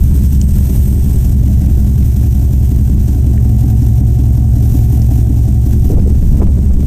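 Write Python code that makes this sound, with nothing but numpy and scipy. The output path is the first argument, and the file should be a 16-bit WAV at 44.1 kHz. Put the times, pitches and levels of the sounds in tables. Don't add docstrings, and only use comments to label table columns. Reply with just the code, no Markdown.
import sys
import numpy as np
from scipy import signal
from scipy.fft import rfft, irfft
from scipy.io import wavfile
from scipy.ndimage import uniform_filter1d

SR = 44100
rng = np.random.default_rng(int(sys.argv[2]) if len(sys.argv) > 2 else 0)


def dump_mix(stems):
    frames = np.atleast_2d(stems).T
    limited = np.clip(frames, -1, 1)
    pcm = np.round(limited * 32767).astype(np.int16)
    wavfile.write(sys.argv[1], SR, pcm)


def undo_db(level):
    steps = np.asarray(level, float) / 20
    return 10 ** steps


N = 302526
t = np.arange(N) / SR
hz = np.fft.rfftfreq(N, 1 / SR)

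# (time [s], cycles done [count])
IDLE_CYCLES = [(0.0, -0.0154), (0.68, 3.6828), (1.3, 7.036), (1.7, 9.2313), (3.06, 16.6483), (3.45, 18.771),
               (4.08, 22.1687), (4.76, 25.8585), (5.55, 30.152), (6.8, 36.9779)]
BANK_OF = np.array([0, 1, 1, 0, 1, 0, 0, 1])
# (blowdown level [dB], lateness [ms])
CYLINDER_BLOWS = [(-0.93, -0.31), (4.7, -0.01), (3.21, -0.37), (3.61, -0.57), (4.37, -0.02), (-1.21, 0.66),
                  (5.47, 0.23), (3.75, 0.4)]
RAP_LEVELS = [-20, -8, -2, -2.5, -9.5, 0, -2.5, -7]
# (delay [ms], signed gain [ratio])
FAR_ECHOES = [(67.24, -0.25), (85.58, 0.49), (108.32, -0.37), (118.78, -0.39)]
# (delay [ms], signed gain [ratio])
NEAR_ECHOES = [(67.63, -0.31), (80.64, 0.4), (82.31, -0.49), (99.72, -0.77), (109.61, -0.3),
               (117.17, -0.39), (126.56, -0.26)]
# (time [s], facing the pipe mouth [0-1], in line with the gap under the bumper [0-1])
PHONE_WALK = [(0, 0.2, 0), (.5, 0.36, 0.16), (1.0, 0.73, 0.39), (2.1, 0.76, 0.75), (3.1, 0.76, 0.58),
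              (3.5, 1, 1), (4.05, 0.97, 0.95), (4.8, 1, 1), (5.6, 0.96, 0.93), (6.0, 0.68, 0.68),
              (6.3, 0.86, 0.48), (6.86, .6, 0.28)]
# (frequency [Hz], width [Hz], level [dB])
STEEL_MODES = [(204.46, 15.2, 4.5), (248.8, 17.6, -5.5), (278.4, 28.4, -3.5), (307.3, 26.5, -11.5),
               (357.6, 8.9, -11), (403.7, 45, -35.5)]
# (frequency [Hz], width [Hz], level [dB])
ROAR_MODES = [(400, 22.5, 12), (475.5, 46, -17), (570, 24, 5), (661.3, 32, 5.5), (860, 57, -2),
              (1072, 120, -4.5), (1553, 36, -16.5), (1922, 62, -9.5)]
# (time [s], air hiss level [dB])
BAY_VIEW = [(0, -39.5), (.4, -43.5), (.8, -37), (1.0, -41.5), (1.68, -44.5), (2.16, -42.5), (3.0, -46),
            (4.5, -46.5), (4.8, -40.5), (5.55, -49), (5.68, -43.5), (5.92, -44.5), (6.1, -51.5),
            (6.29, -44), (6.45, -52), (6.86, -49.5)]
# (frequency [Hz], density [dB per Hz])
HISS_COLOUR = [(590, 2), (1000, -3), (1160, -13), (1360, -8), (1570, -4), (1770, -7), (1920, -8),
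               (2520, -6.5), (2840, -6.5), (4600, -9.5), (5960, -1.5), (8730, -4.5), (10200, -15),
               (11000, -51), (14300, -33), (22000, -120)]
# (frequency [Hz], density [dB per Hz])
AIR_COLOUR = [(5880, -35), (10000, -11), (12000, -10.5), (13700, -1), (14500, -1.5)]
# (time [s], rumble level [dB])
BREEZE_LEVEL = [(0, -17), (1.0, -18.5), (2.0, -19.5), (2.5, -25), (3.3, -19.5), (3.8, -25), (4.3, -23.5),
                (5.3, -22.5), (5.7, -30), (5.95, -15.5), (6.86, -18.5)]
# (frequency [Hz], density [dB per Hz])
BREEZE_COLOUR = [(6, -20), (15, -12), (28, -5.5), (50, -4.5), (100, -8), (200, -13), (350, -32), (700, -50),
                 (1500, -79)]
# (time [s], peak level [dB], length [s])
GUST_EVENTS = [(0, -8.5, 0.14), (0.543, -12, 0.083), (1.06, -13, .1), (1.18, -11, 0.051),
               (1.754, -17.5, 0.16), (2.512, -23, 0.11), (3.008, -15, 0.045), (4.743, -19, .15),
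               (5.967, -11, 0.39), (6.294, -10.5, 0.19), (6.454, -11, .1), (6.736, -13, .1)]
# (time [s], peak level [dB], pitch [Hz])
GRIT_CRACKS = [
    (0.414, -16, 5800),
    (0.414, -26.5, 2500),
    (1.67, -34, 2080),
    (2.026, -35, 2160),
    (2.026, -36, 5000),
    (2.241, -35, 2100),
    (3.377, -29.5, 1690),
    (3.83, -32, 5460),
    (4.202, -34, 3000),
    (5.018, -25, 5260),
]
# (time [s], peak level [dB], length [s], brightness [Hz])
WIND_SLAPS = [(1.776, -22, 0.039, 353), (5.895, -13.5, 0.041, 337), (5.919, -17, 0.051, 420),
              (5.965, -18.5, 0.06, 560), (6.059, -16.5, 0.044, 410), (6.34, -25, 0.025, 610),
              (6.4, -15, .07, 400), (6.407, -20, .05, 805), (6.416, -35, .03, 1490),
              (6.483, -23, 0.027, 486), (6.497, -31, 0.033, 560), (6.578, -29, .035, 440),
              (6.703, -19.5, 0.022, 557), (6.79, -22, 0.022, 377), (6.823, -23, 0.026, 480)]

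# (level turned away [dB], gain when facing or in line [dB])
FAR_DB, FAR_TILT_DB = (1.0, -1.0), (-1.2, 1.0)
NEAR_DB, NEAR_TILT_DB = (-1.5, 4.1), (-4.8, 5.8)
BOOM_DB, RING_DB, LOPE_DB = (-26, 15.5), (-22.5, 2), (-43, 24)
ROAR_DB, TIP_DB, BRIGHT_DB = (-50, 8), (-64, 25), (1.5, -2)


def evened(x):
    return x / np.sqrt(np.mean(x ** 2) + 1e-20)


def curves(rows):
    s, *columns = np.transpose(rows)
    return [np.interp(t, s, column) for column in columns]


def law(rule, control):
    return rule[0] + rule[1] * control


def coloured(points):
    f, db = np.transpose(points)
    gain = undo_db(np.interp(np.log(hz + 1), np.log(f + 1), db, left=-90, right=-90))
    return evened(irfft(rfft(rng.standard_normal(N)) * gain, N))


def resonate(x, centre_hz, width):
    turn = np.exp(2j * np.pi * np.cumsum(centre_hz + 0 * t) / SR)
    r = np.exp(-np.pi * width / SR)
    return 2 * (turn * signal.lfilter([1 - r], [1, -r], x / turn)).real


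def clicks(moments, sizes):
    at = np.round(moments * SR).astype(int)
    inside = (at >= 0) & (at < N)
    return np.bincount(at[inside], sizes[inside], N)


def firings():
    s, done = np.transpose(IDLE_CYCLES)
    count = np.arange(int(done[0]) * 8 - 8, int(done[-1]) * 8 + 8)
    edge = np.clip(count / 8, done[0], done[-1])
    mean_cycle_s = (s[-1] - s[0]) / (done[-1] - done[0])
    moment = np.interp(edge, done, s) + (count / 8 - edge) * mean_cycle_s
    return count % 8, moment, rng.standard_normal((len(count), 3))


def exhaust(cylinder, moment, chance):
    blow_db, late_ms = np.transpose(CYLINDER_BLOWS)[:, cylinder]
    size = undo_db(46.5 + blow_db) * undo_db(0.77 * chance[:, 0])
    start = moment + (late_ms + .1 * chance[:, 1]) / 1000
    j = 1j * hz
    puff = (j / 50) / (1 + j / 50) / (1 + j / 130) ** 2
    puff = puff / (1 + (hz / 156) ** 18) * (hz / 30) ** 6 / (1 + (hz / 30) ** 6)
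    upper = 1 / (1 + (95 / (hz + 1)) ** 6)
    facing, in_line = curves(PHONE_WALK)
    out = 0
    pipes = (FAR_ECHOES, FAR_DB, FAR_TILT_DB), (NEAR_ECHOES, NEAR_DB, NEAR_TILT_DB)
    for bank, (pipe, level, tilt) in enumerate(pipes):
        mine = np.array(BANK_OF)[cylinder] == bank
        arrivals = sum(clicks(start[mine] + ms / 1000, gain * size[mine]) for ms, gain in pipe)
        z = puff * rfft(arrivals)
        level_db, tilt_db = law(level, in_line), law(tilt, facing)
        out = out + undo_db(level_db - 1.2 * tilt_db) * irfft(z * (1 - upper), N)
        out = out + undo_db(level_db + 0.1 * tilt_db) * irfft(z * upper, N)
    boom_hz, boom_width_hz = 114.3, 7
    boom = resonate(resonate(out, boom_hz, boom_width_hz), boom_hz, boom_width_hz)
    boom_rms = np.sqrt(uniform_filter1d(boom ** 2, size=SR // 3) + 1e-9)
    return out - boom + boom / boom_rms * undo_db(law(BOOM_DB, in_line) - 1.85)


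def gas_fronts(cylinder, moment, chance):
    arrive = moment + .0695 + 0.00041 * chance[:, 1]
    return arrive, np.array(RAP_LEVELS)[cylinder] + 1.2 * chance[:, 2]


def tailpipe_steel(cylinder, chance, arrive, rap_db):
    facing, in_line = curves(PHONE_WALK)
    fronts = clicks(arrive, undo_db(rap_db) * (2 * np.array(BANK_OF)[cylinder] - 1))
    ring = 0
    for f, width, db in STEEL_MODES:
        mode_hz = f * (1 + 0.049 * (in_line - .6) * (f < 220))
        mode = evened(resonate(resonate(fronts, mode_hz, width), mode_hz, 0.71 * width))
        ring = ring + undo_db(db + law(BRIGHT_DB, facing) * (f > 330)) * mode
    u = t[:int(.042 * SR)]
    whoop_hz = np.geomspace(190, 350, len(u))
    whoop = np.sin(2 * np.pi * np.cumsum(whoop_hz) / SR) * np.hanning(len(u))
    lope_clicks = clicks(arrive - .011, undo_db(2.7 * chance[:, 0]) * (cylinder == 3))
    lope = signal.oaconvolve(lope_clicks, whoop)[:N]
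    ring_db, lope_db = law(RING_DB, in_line), law(LOPE_DB, in_line ** 2)
    return undo_db(ring_db - 1.66) * evened(ring) + undo_db(lope_db - 8.5) * evened(lope)


def pipe_gas(gate):
    facing, _ = curves(PHONE_WALK)
    gas = rng.standard_normal(N) * (1.8 + evened(gate))
    roar = 0
    for f, width, db in ROAR_MODES:
        roar = roar + undo_db(db) * evened(resonate(resonate(gas, f, width), f, 1.03 * width))
    tip_hz, tip_width_hz = 725, 61
    tip = evened(resonate(resonate(gas, tip_hz, tip_width_hz), tip_hz, 2.5 * tip_width_hz))
    return undo_db(law(ROAR_DB, facing) + 1.9) * evened(roar) + undo_db(law(TIP_DB, facing) - 2.7) * tip


def engine_bay(gate):
    air_db = curves(BAY_VIEW)[0]
    hiss_db = -45.5 + 0.51 * (air_db + 41.5)
    hiss = undo_db(hiss_db + 3.0) * coloured(HISS_COLOUR) + undo_db(air_db + 1.5) * coloured(AIR_COLOUR)
    lumps = evened(uniform_filter1d(rng.standard_normal(N), size=1500))
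    stir = undo_db(1.04 * evened(gate) + 1.7 * lumps)
    belt_db, hidden_db, hide_s, fade_s = -46, -55, 1.3, 0.072
    whistle_db = hidden_db + (belt_db - hidden_db) / (1 + np.exp((t - hide_s) / fade_s))
    whistle = evened(resonate(rng.standard_normal(N), 8260, 110))
    return stir / np.sqrt(np.mean(stir ** 2)) * hiss + undo_db(whistle_db) * whistle


def breeze():
    lump_db, lump_s, gust_top_hz = 2.5, .07, 93
    lumpy = evened(uniform_filter1d(rng.standard_normal(N), size=int(lump_s * SR)))
    rumble = undo_db(curves(BREEZE_LEVEL)[0] + lump_db * lumpy) * coloured(BREEZE_COLOUR)
    gusts = sum(undo_db(db) * np.exp(-(2 * (t - s) / length) ** 2) for s, db, length in GUST_EVENTS)
    push_gain = hz / (1 + (hz / 20) ** 2) / (1 + (hz / gust_top_hz) ** 4)
    push = evened(irfft(rfft(rng.standard_normal(N)) * push_gain, N))
    return undo_db(2.0) * (rumble + gusts * push)


def grit():
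    burst, out = np.hanning(300), np.zeros(N)
    for s, db, f in GRIT_CRACKS:
        band = signal.butter(2, [f * 0.89, f * 1.28], "band", fs=SR)
        crack = signal.lfilter(*band, rng.standard_normal(300))
        out[int(s * SR) - 80:][:300] += undo_db(db - 8) * evened(crack) * burst
    return out


def wind_slaps():
    out = np.zeros(N)
    for s, db, length, bright_hz in WIND_SLAPS:
        n = int(np.clip(length, .01, .09) * SR)
        grain_db = 2.0 * evened(uniform_filter1d(rng.standard_normal(4000), size=150))
        lumps = rng.standard_normal(4000) * undo_db(grain_db)
        band = signal.butter(3, [150, 1.084 * bright_hz], "band", fs=SR, output="sos")
        puff = signal.sosfilt(band, lumps)[:n]
        slap = undo_db(db - 3.0) * evened(puff) * np.hanning(n)
        begin = int(s * SR) - n // 4
        out[begin:][:n] += slap[:N - begin]
    return out


def scene():
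    cylinder, moment, chance = firings()
    arrive, rap_db = gas_fronts(cylinder, moment, chance)
    gate = signal.lfilter([1], [1, -np.exp(-1 / (0.01 * SR))], clicks(arrive, undo_db(1.15 * rap_db)))
    truck = exhaust(cylinder, moment, chance) + tailpipe_steel(cylinder, chance, arrive, rap_db)
    truck = truck + pipe_gas(gate) + engine_bay(gate)
    return (truck + breeze() + grit() + wind_slaps())[None]


def top_cut(x):
    return signal.sosfilt(signal.butter(12, 15600, fs=SR, output="sos"), x)


def record(dry):
    keep = np.exp(-1 / (0.0022 * SR))
    power = signal.lfilter([(1 - keep) ** 2], [1, -2 * keep, keep ** 2], dry ** 2)
    settling = 0.65 * np.exp(-t / 0.0096)
    held = dry * undo_db(-.4 * (10 * np.log10(power + 0.0011 + settling) + 8.5))
    soft = held / (1 + (held / 1.01) ** 6) ** (1 / 6) - .005
    soft = np.pad(soft, ((0, 0), (511, 511)), "reflect", reflect_type="odd")
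    low_pass = signal.firwin(1023, 14270, window=("kaiser", 9), fs=SR)
    limited = signal.oaconvolve(soft, low_pass[None], "valid")
    edge_s = .004
    limited = limited * np.clip(.45 + np.minimum(t, t[-1] - t) / edge_s, 0, 1)
    return top_cut(limited)


dry = scene()
out = record(dry)
dump_mix(out)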